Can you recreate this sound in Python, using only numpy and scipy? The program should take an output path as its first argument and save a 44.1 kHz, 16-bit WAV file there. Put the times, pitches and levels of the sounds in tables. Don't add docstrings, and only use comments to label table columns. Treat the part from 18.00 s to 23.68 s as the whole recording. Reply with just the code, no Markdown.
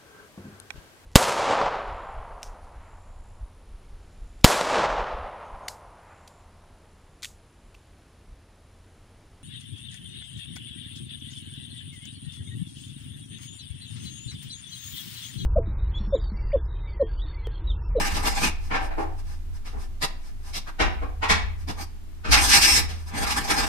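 import sys
import numpy as np
from scipy import signal
from scipy.fft import rfft, irfft
from scipy.io import wavfile
from scipy.ndimage import uniform_filter1d

SR = 44100
rng = np.random.default_rng(int(sys.argv[2]) if len(sys.argv) > 2 else 0)


def waveform_to_disk(signal):
    frames = np.transpose(np.atleast_2d(signal))
    scaled = np.clip(frames, -1, 1) * 32767
    samples = np.round(scaled).astype(np.int16)
    wavfile.write(sys.argv[1], SR, samples)


N = 250468
TIME = np.arange(N) / SR


def amp(db):
    return 10 ** (np.asarray(db) / 20)


def evened(x):
    return x / np.sqrt(np.mean(x ** 2) + 1e-20)


def read(points, hz):
    f, value = np.transpose(points)
    return np.interp(np.log(hz + 1), np.log(f + 1), value)


def coloured(x, points):
    size = x.shape[-1]
    gain = amp(read(points, np.fft.rfftfreq(size, 1 / SR)))
    return irfft(rfft(x) * gain, size)


def add(mix, s, sound):
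    start = round(s * SR) - len(sound) // 2
    part = mix[max(start, 0):start + len(sound)]
    part += sound[max(-start, 0):][:len(part)]


def peaks(modes, hz):
    return sum(db / (1 + (2 * (hz - f) / width) ** 2) for f, width, db in modes)


def ring(x, modes, size=8192):
    log_gain = np.log(amp(peaks(modes, abs(np.fft.fftfreq(size, 1 / SR)))))
    spectrum = np.exp(np.conj(signal.hilbert(log_gain)))
    response = np.fft.ifft(spectrum).real
    return signal.fftconvolve(x, response[:size // 2])[:len(x)]


def contact(scuff, drag_s, size=8192):
    t = (np.arange(size) - size // 2) / SR
    drag = rng.standard_normal(size) * np.exp(-abs(t) / max(drag_s, .001)) * (t > 0)
    return ((t == 0) + scuff * drag / np.linalg.norm(drag)) / np.hypot(1, scuff)


# (time [s], relative level [dB], bass weight [dB], contact time [ms], hollow under the hand [Hz])
KNOCK_EVENTS = [(.713, -21.5, -3.5, 0.44, 1060), (.743, -17.5, -13, 0.37, 810),
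                (.817, -23.5, -7.5, 1.1, 690), (.91, -31, -9, 0.64, 694), (.982, -15, -12.5, 1.23, 348),
                (1.009, -22, -24, 1.26, 322), (1.735, -36.5, 2.5, 1.1, 330), (1.762, -37.5, -6, 1, 338),
                (2.802, -13, -5, 0.29, 890), (3.022, -25.5, -6, 0.88, 480), (3.229, -17, -9, 0.35, 1350),
                (3.298, -13, -7.5, 0.15, 1830), (4.25, -24.5, -2.5, 0.31, 1210),
                (4.287, -32, 9.5, 0.13, 810), (4.327, -11, -29, 0.17, 2500), (5.223, -23.5, -15, 0.33, 297)]
# (frequency [Hz], gain [dB])
KNOCK_SPECTRUM = [(60, 27), (180, 24), (320, 23.5), (550, 13.5), (800, 16.5), (1200, 15.5), (2000, 13),
                  (3200, 8), (5000, 8.5), (7000, 4), (10000, 3.5), (14500, -6)]
THUD_DB, SCUFF_DB = -9.5, -30
HOLLOW_Q, HOLLOW_DB_PER_MS = 4, 10.5
CRACK_DB, CRACK_CONTACT_MS = 12.5, 0.11


def knocks(lag_s=.011, overtone=2.33, overtone_share=0.56, steepness=1.89):
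    out, bands_hz = np.zeros(N), np.geomspace(60, 15000, 25)
    for s, db, bass_db, contact_ms, hz in KNOCK_EVENTS:
        crack_db = CRACK_DB * np.exp(-contact_ms / CRACK_CONTACT_MS)
        weight = [(180, bass_db + THUD_DB), (350, bass_db), (700, 0.006), (1100, 0),
                  (1900, crack_db), (5500, crack_db), (10000, 0.0045)]
        corner_hz = 1000 / contact_ms
        lowpass_power = 1 / (1 + (bands_hz / corner_hz) ** (2 * steepness))
        softness_db = 10 * np.log10(lowpass_power + amp(SCUFF_DB) ** 2)
        hardness = np.transpose([bands_hz, read(weight, bands_hz) + softness_db])
        click = coloured(contact(scuff=1.0, drag_s=0.015), KNOCK_SPECTRUM)
        blow = coloured(click, hardness)
        lift_db, width_hz = HOLLOW_DB_PER_MS * contact_ms, hz / HOLLOW_Q
        hollow = [(hz, width_hz, lift_db), (hz * overtone, width_hz, lift_db * overtone_share)]
        add(out, s + lag_s, amp(db) * ring(blow, hollow))
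    return out


# (time [s], relative level [dB], hollow body [dB], sharp edge [dB], drag decay [s])
SNAP_EVENTS = [(0.15, -16, -6.5, -2, 0.021), (0.258, -1.5, -19, -13.5, 0.012), (0.321, -12, -21, -19, .011),
               (0.439, -10.5, -12.5, -4, 0.018), (1.66, -20, -16.5, -12.5, 0.043),
               (2.027, -3.5, -16.5, -8, .008), (2.543, -16.5, -23, -4.5, .014),
               (2.562, -22, -8, 3.5, 0.0076), (2.676, -14.5, -24.5, -19.5, 0.009),
               (3.687, -13.5, -7, -9.5, 0.015), (4.323, 1, -25, -1.5, 0.027), (4.515, -10, -40, 8, 0.018),
               (4.538, -14.5, -35, 13.5, 0.012), (4.621, -13.5, -26, 12, .009), (4.69, -12, -36, -1, .017),
               (4.738, -11, -28, -13, 0.0081), (4.894, -18, -12.5, -7.5, 0.059),
               (5.305, -5.5, -40, -11, 0.0097), (5.367, -8, -31, -30, 0.0064),
               (5.507, 1, -44, -17.5, 0.0061)]
# (frequency [Hz], gain [dB])
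SNAP_SPECTRUM = [(60, 8), (130, 19.5), (300, 12.5), (520, 9), (800, 6.5), (1300, -1), (2200, 1),
                 (3400, 2.5), (5200, 6.5), (7000, -4.5), (9000, -4), (14500, -14)]


def snaps(lag_s=.010):
    out = np.zeros(N)
    for s, db, body_db, edge_db, drag_s in SNAP_EVENTS:
        hardness = [(350, body_db), (1300, 0), (4000, edge_db)]
        click = coloured(contact(scuff=1.0, drag_s=drag_s), SNAP_SPECTRUM)
        add(out, s + lag_s, amp(db) * coloured(click, hardness))
    return out


def resonate(x, hz, width_hz):
    turn = np.exp(2j * np.pi * np.cumsum(hz) / SR)
    r = np.exp(-np.pi * width_hz / SR)
    return 2 * (turn * signal.lfilter([1 - r], [1, -r], x / turn)).real


def shifting(x, patchy_db):
    z = signal.stft(x, SR, nperseg=512)[2]
    patches = uniform_filter1d(rng.standard_normal(z.shape), size=6, axis=0)
    patches = evened(uniform_filter1d(patches, size=8, axis=1))
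    return signal.istft(z * amp(patchy_db * patches), SR, nperseg=512)[1][:N]


# (time [s], pressure as relative level [dB], brightness [dB])
SLIDE_STROKES = [
    [(0, -27.5, -7), (.014, -29.5, -2.5), (.245, -36, -7), (.27, -29, -2.5), (.356, -40.5, 2.5),
     (.375, -25, -7), (.408, -38.5, -2), (.45, -24, -3.5), (.49, -33.5, -2.5)],
    [(3.76, -51, -6), (3.814, -32.5, -3.5), (3.84, -55, 5)],
    [(4.37, -38, -18), (4.382, -18.5, -3.5), (4.436, -35, 9.5), (4.502, -24.5, 5.5), (4.546, -17.5, 2),
     (4.572, -27.5, 5.5), (4.65, -20.5, 3), (4.76, -24, 10.5), (4.86, -44.5, -9)],
    [(5.12, -41, -16), (5.186, -33.5, -2.5), (5.384, -30, -2), (5.412, -39.5, -2), (5.482, -35, -1.5),
     (5.524, -19.5, -0.5), (5.552, -30, -3.5), (5.616, -28.5, -3), (5.68, -36.5, -1)],
]
# (frequency [Hz], gain [dB])
SLIDE_SPECTRUM = [(59, -44), (100, -1), (383, -8), (425, -2), (535, -13), (797, -2), (1430, -7.5),
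                  (1560, -5), (2370, -11), (3460, -14), (5260, -11.5), (6620, -17.5), (8880, -17),
                  (14100, -25.5), (15000, -78)]
# (centre [Hz], width [Hz], lift [dB])
PACK_MODES = [(2500, 820, 9), (5530, 510, 8.5), (8510, 630, 12)]
SCRAPE_HZ, SCRAPE_RISE_HZ, SCRAPE_WANDER_HZ = 2060, 380, 198


def slides(catches_per_s=260, spread_db=5, smooth=0.25, split_hz=3700, firm_db=-25, scrape_db=0,
           touch_s=0.0058):
    size = amp(spread_db * np.minimum(rng.exponential(1, N), 3))
    caught = rng.choice([-1, 1], N) * (rng.random(N) < catches_per_s / SR)
    grains = evened(size * caught)
    rub = coloured(grains + smooth * rng.standard_normal(N), SLIDE_SPECTRUM)
    rub = shifting(rub, patchy_db=3)
    dull = signal.sosfiltfilt(signal.butter(3, split_hz, fs=SR, output="sos"), rub)

    s, db, bright_db = np.concatenate(SLIDE_STROKES).T
    touching = sum(np.clip(np.minimum(TIME - rows[0][0], rows[-1][0] - TIME) / touch_s + 1, 0, 1)
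                   for rows in SLIDE_STROKES)
    pressure = touching * amp(np.interp(TIME, s, db))
    firm = pressure ** 2 / (pressure ** 2 + amp(firm_db) ** 2)
    bright = amp(np.interp(TIME, s, bright_db)) * evened(rub - dull)

    drift = uniform_filter1d(rng.standard_normal(N), size=2000)
    drift = evened(uniform_filter1d(drift, size=2000))
    scrape_hz = SCRAPE_HZ + SCRAPE_RISE_HZ * firm + SCRAPE_WANDER_HZ * drift
    dull = evened(dull + amp(scrape_db) * resonate(dull, scrape_hz, width_hz=480))

    swish = pressure * (dull + bright)
    loose = coloured((1 - firm) * swish,
                     [(90, 1.0), (180, 4.5), (320, 8.5), (700, 7.5), (2000, 4), (12000, 3.5)])
    gripped = coloured(firm * swish, [(150, -16), (300, -3), (700, -3), (2000, 4.5), (12000, -4)])
    return loose + ring(gripped, PACK_MODES)


# (time [s], length [s], relative level [dB])
BRUSH_EVENTS = [(0.66, 0.099, -50), (0.846, 0.059, -44), (1.02, .055, -50.5), (1.198, 0.026, -49.5),
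                (1.313, 0.11, -51), (1.562, 0.042, -52), (1.824, 0.071, -47.5), (2.271, 0.085, -52.5),
                (2.486, .085, -46.5), (3.615, .054, -53), (5.013, 0.08, -51.5), (5.089, 0.036, -42.5)]
# (frequency [Hz], gain [dB])
BRUSH_SPECTRUM = [(300, -8), (1000, 8), (2500, 0), (3600, -4), (5300, 3), (7000, -5.5), (9000, -2.5),
                  (13000, -12), (15000, -12)]


def brushes():
    level = sum(amp(db) * np.exp(-(2 * (TIME - s) / length) ** 2) for s, length, db in BRUSH_EVENTS)
    return level * evened(coloured(rng.standard_normal(N), BRUSH_SPECTRUM))


# (time [s], relative ring level of the top [dB], deep boom level [dB])
BUMP_EVENTS = [(0.122, -37, -30.5), (0.281, -46, -34), (0.439, -42, -31.5), (0.818, -55, -31),
               (1.755, -46, -32.5), (2.825, -35.5, -22.5), (3.305, -30, -24.5), (4.308, -41, -19),
               (4.739, -48, -25), (5.204, -38, -29.5), (5.516, -34, -37), (5.615, -42, -31)]
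# (frequency [Hz], relative level [dB], t60 [s])
TABLE_MODES = [(164, 6, 0.14), (196, 6, 0.24), (220.5, 1.5, 0.7), (268, -9, 0.075), (301, -6, 0.22)]


def bumps(contact_s=0.0056):
    out, t = np.zeros((2, N)), np.arange(SR // 3) / SR
    soft = np.sin(np.pi / 2 * np.clip(t / contact_s, 0, 1)) ** 2
    for s, level_db, _ in BUMP_EVENTS:
        modes = sum(amp(db - 60 * t / t60) * np.sin(2 * np.pi * (hz * t + rng.random((2, 1))))
                    for hz, db, t60 in TABLE_MODES)
        part = out[:, round(s * SR):][:, :len(t)]
        part += (amp(level_db) * soft * modes)[:, :part.shape[1]]
    return out


def stereo_smear(x, width_s, direct=0.17, even=0.75, shared=0.15, size=4096):
    t = (np.arange(size) - size // 2) / SR
    swell = np.exp(-abs(t / width_s) ** 3)
    scatter = rng.standard_normal((3, size))
    paths = np.sqrt(shared) * scatter[0] + np.sqrt(1 - shared) * scatter[1:]
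    z = rfft(paths * swell)
    paths = irfft(z / abs(z) ** even) * np.sqrt(swell)
    paths /= np.linalg.norm(paths, axis=1, keepdims=True)
    paths[:, size // 2 - int(width_s * SR / 2)] += direct
    paths[1] = np.roll(paths[1], round(.00036 * SR))
    return np.array([signal.oaconvolve(x, path, "same") for path in paths])


# (frequency [Hz], t60 [s])
ROOM_T60 = [(150, 0.29), (400, 0.46), (1040, 0.43), (2760, 0.43), (7280, 0.27), (14000, 0.2)]


def room(x, gap_s=0.0068):
    hz, t, z = signal.stft(rng.standard_normal((2, SR)), SR, nperseg=256)
    decay = amp(-60 * t / read(ROOM_T60, hz)[:, None])
    tail = signal.istft(z * decay, SR, nperseg=256)[1]
    tail *= np.clip(np.arange(tail.shape[1]) / SR / gap_s - 1, 0, 1)
    return signal.fftconvolve(x[None], tail / np.linalg.norm(tail[0]), axes=1)[:, :N]


# (centre [Hz], width [Hz], lift [dB])
COMB_PEAKS = [(215, 30, 3), (305, 35, 4), (810, 40, 4), (1604, 35, 4), (1753, 35, 4), (2244, 45, 3),
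              (2438, 45, 5), (2767, 45, 4), (3887, 45, 4), (5112, 50, 3), (5392, 50, 3), (6112, 50, 3)]
# (centre [Hz], width [Hz], lift [dB])
COMB_DIPS = [(385, 30, -4), (535, 80, -3), (1450, 80, -3), (3000, 60, -3)]


def comb_colour(ears):
    return np.array([ring(ear, COMB_PEAKS + COMB_DIPS) for ear in ears])


def drone(hz, width_hz, same, steady):
    detune = 2 * (np.fft.rfftfreq(N, 1 / SR) - hz) / width_hz
    band = irfft(rfft(rng.standard_normal((3, N))) / (1 + detune ** 2), N)
    wave = signal.hilbert(np.sqrt(same) * band[0] + np.sqrt(1 - same) * band[1:])
    levelled = wave.real / abs(wave) ** steady
    return evened(coloured(levelled, [(84, -14), (100, -26), (150, -49)]))


# (time [s], level [dB])
HUM_LEVEL = [(0, -36), (0.9, -36), (1.95, -43), (2.1, -44.5), (2.75, -46.5), (2.86, -37.5), (3.55, -32.5),
             (4.17, -46), (4.4, -40), (5.68, -36)]
SWAY_HZ, BOOM_HZ, HUM_HZ = 20.3, 48.7, 80.2
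SWAY_DB, SWAY_FALL_DB_PER_S = -28, 2.84
BOOM_RISE_S, BOOM_FALL_DB_PER_S, BOOM_REST_DB = 0.041, 45, -44


def lows():
    sway = amp(SWAY_DB - SWAY_FALL_DB_PER_S * TIME)
    booms = [amp(db - BOOM_FALL_DB_PER_S * np.maximum(TIME - s, 0))
             * np.clip((TIME - s) / BOOM_RISE_S + 1, 0, 1) for s, _, db in BUMP_EVENTS]
    boom = np.hypot(np.linalg.norm(booms, axis=0), amp(BOOM_REST_DB))
    hum = amp(np.interp(TIME, *np.transpose(HUM_LEVEL)))
    return (sway * drone(SWAY_HZ, 9.7, same=0.7, steady=0.86)
            + boom * drone(BOOM_HZ, 31.0, same=0.031, steady=0.36)
            + hum * drone(HUM_HZ, 8, same=0.054, steady=0.4))


# (frequency [Hz], gain [dB])
HISS_SPECTRUM = [(65, -47), (110, -26), (135, -11.5), (200, -4.5), (320, -9.5), (420, -13.5), (514, -29),
                 (606, -18), (12000, -33.5), (14100, -32.5), (15000, -83)]


def hiss(rms_db=-54.5):
    return amp(rms_db) * evened(coloured(rng.standard_normal((2, N)), HISS_SPECTRUM))


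def scene(knock_db=20, snap_db=20, slide_db=-3, brush_db=0, bump_db=-4,
          knock_room_db=-6, snap_room_db=-14, slide_room_db=-14):
    blows = amp(knock_db) * knocks()
    flicks = amp(snap_db) * snaps()
    rub = amp(slide_db) * slides()
    soft = rub + amp(brush_db) * brushes()
    near = (stereo_smear(blows, width_s=0.019) + stereo_smear(flicks, width_s=.021)
            + stereo_smear(soft, width_s=.016))
    tail = room(amp(knock_room_db) * blows + amp(snap_room_db) * flicks + amp(slide_room_db) * rub)
    cards = comb_colour(near + tail)
    return cards + amp(bump_db) * bumps() + hiss() + lows()


def record(dry, edge_hz=14700):
    lowpass = signal.firwin(255, edge_hz, window=("kaiser", 9), fs=SR)
    return signal.oaconvolve(np.clip(dry, -1, 1), lowpass[None], "same")


dry = scene()
out = record(dry)
waveform_to_disk(out)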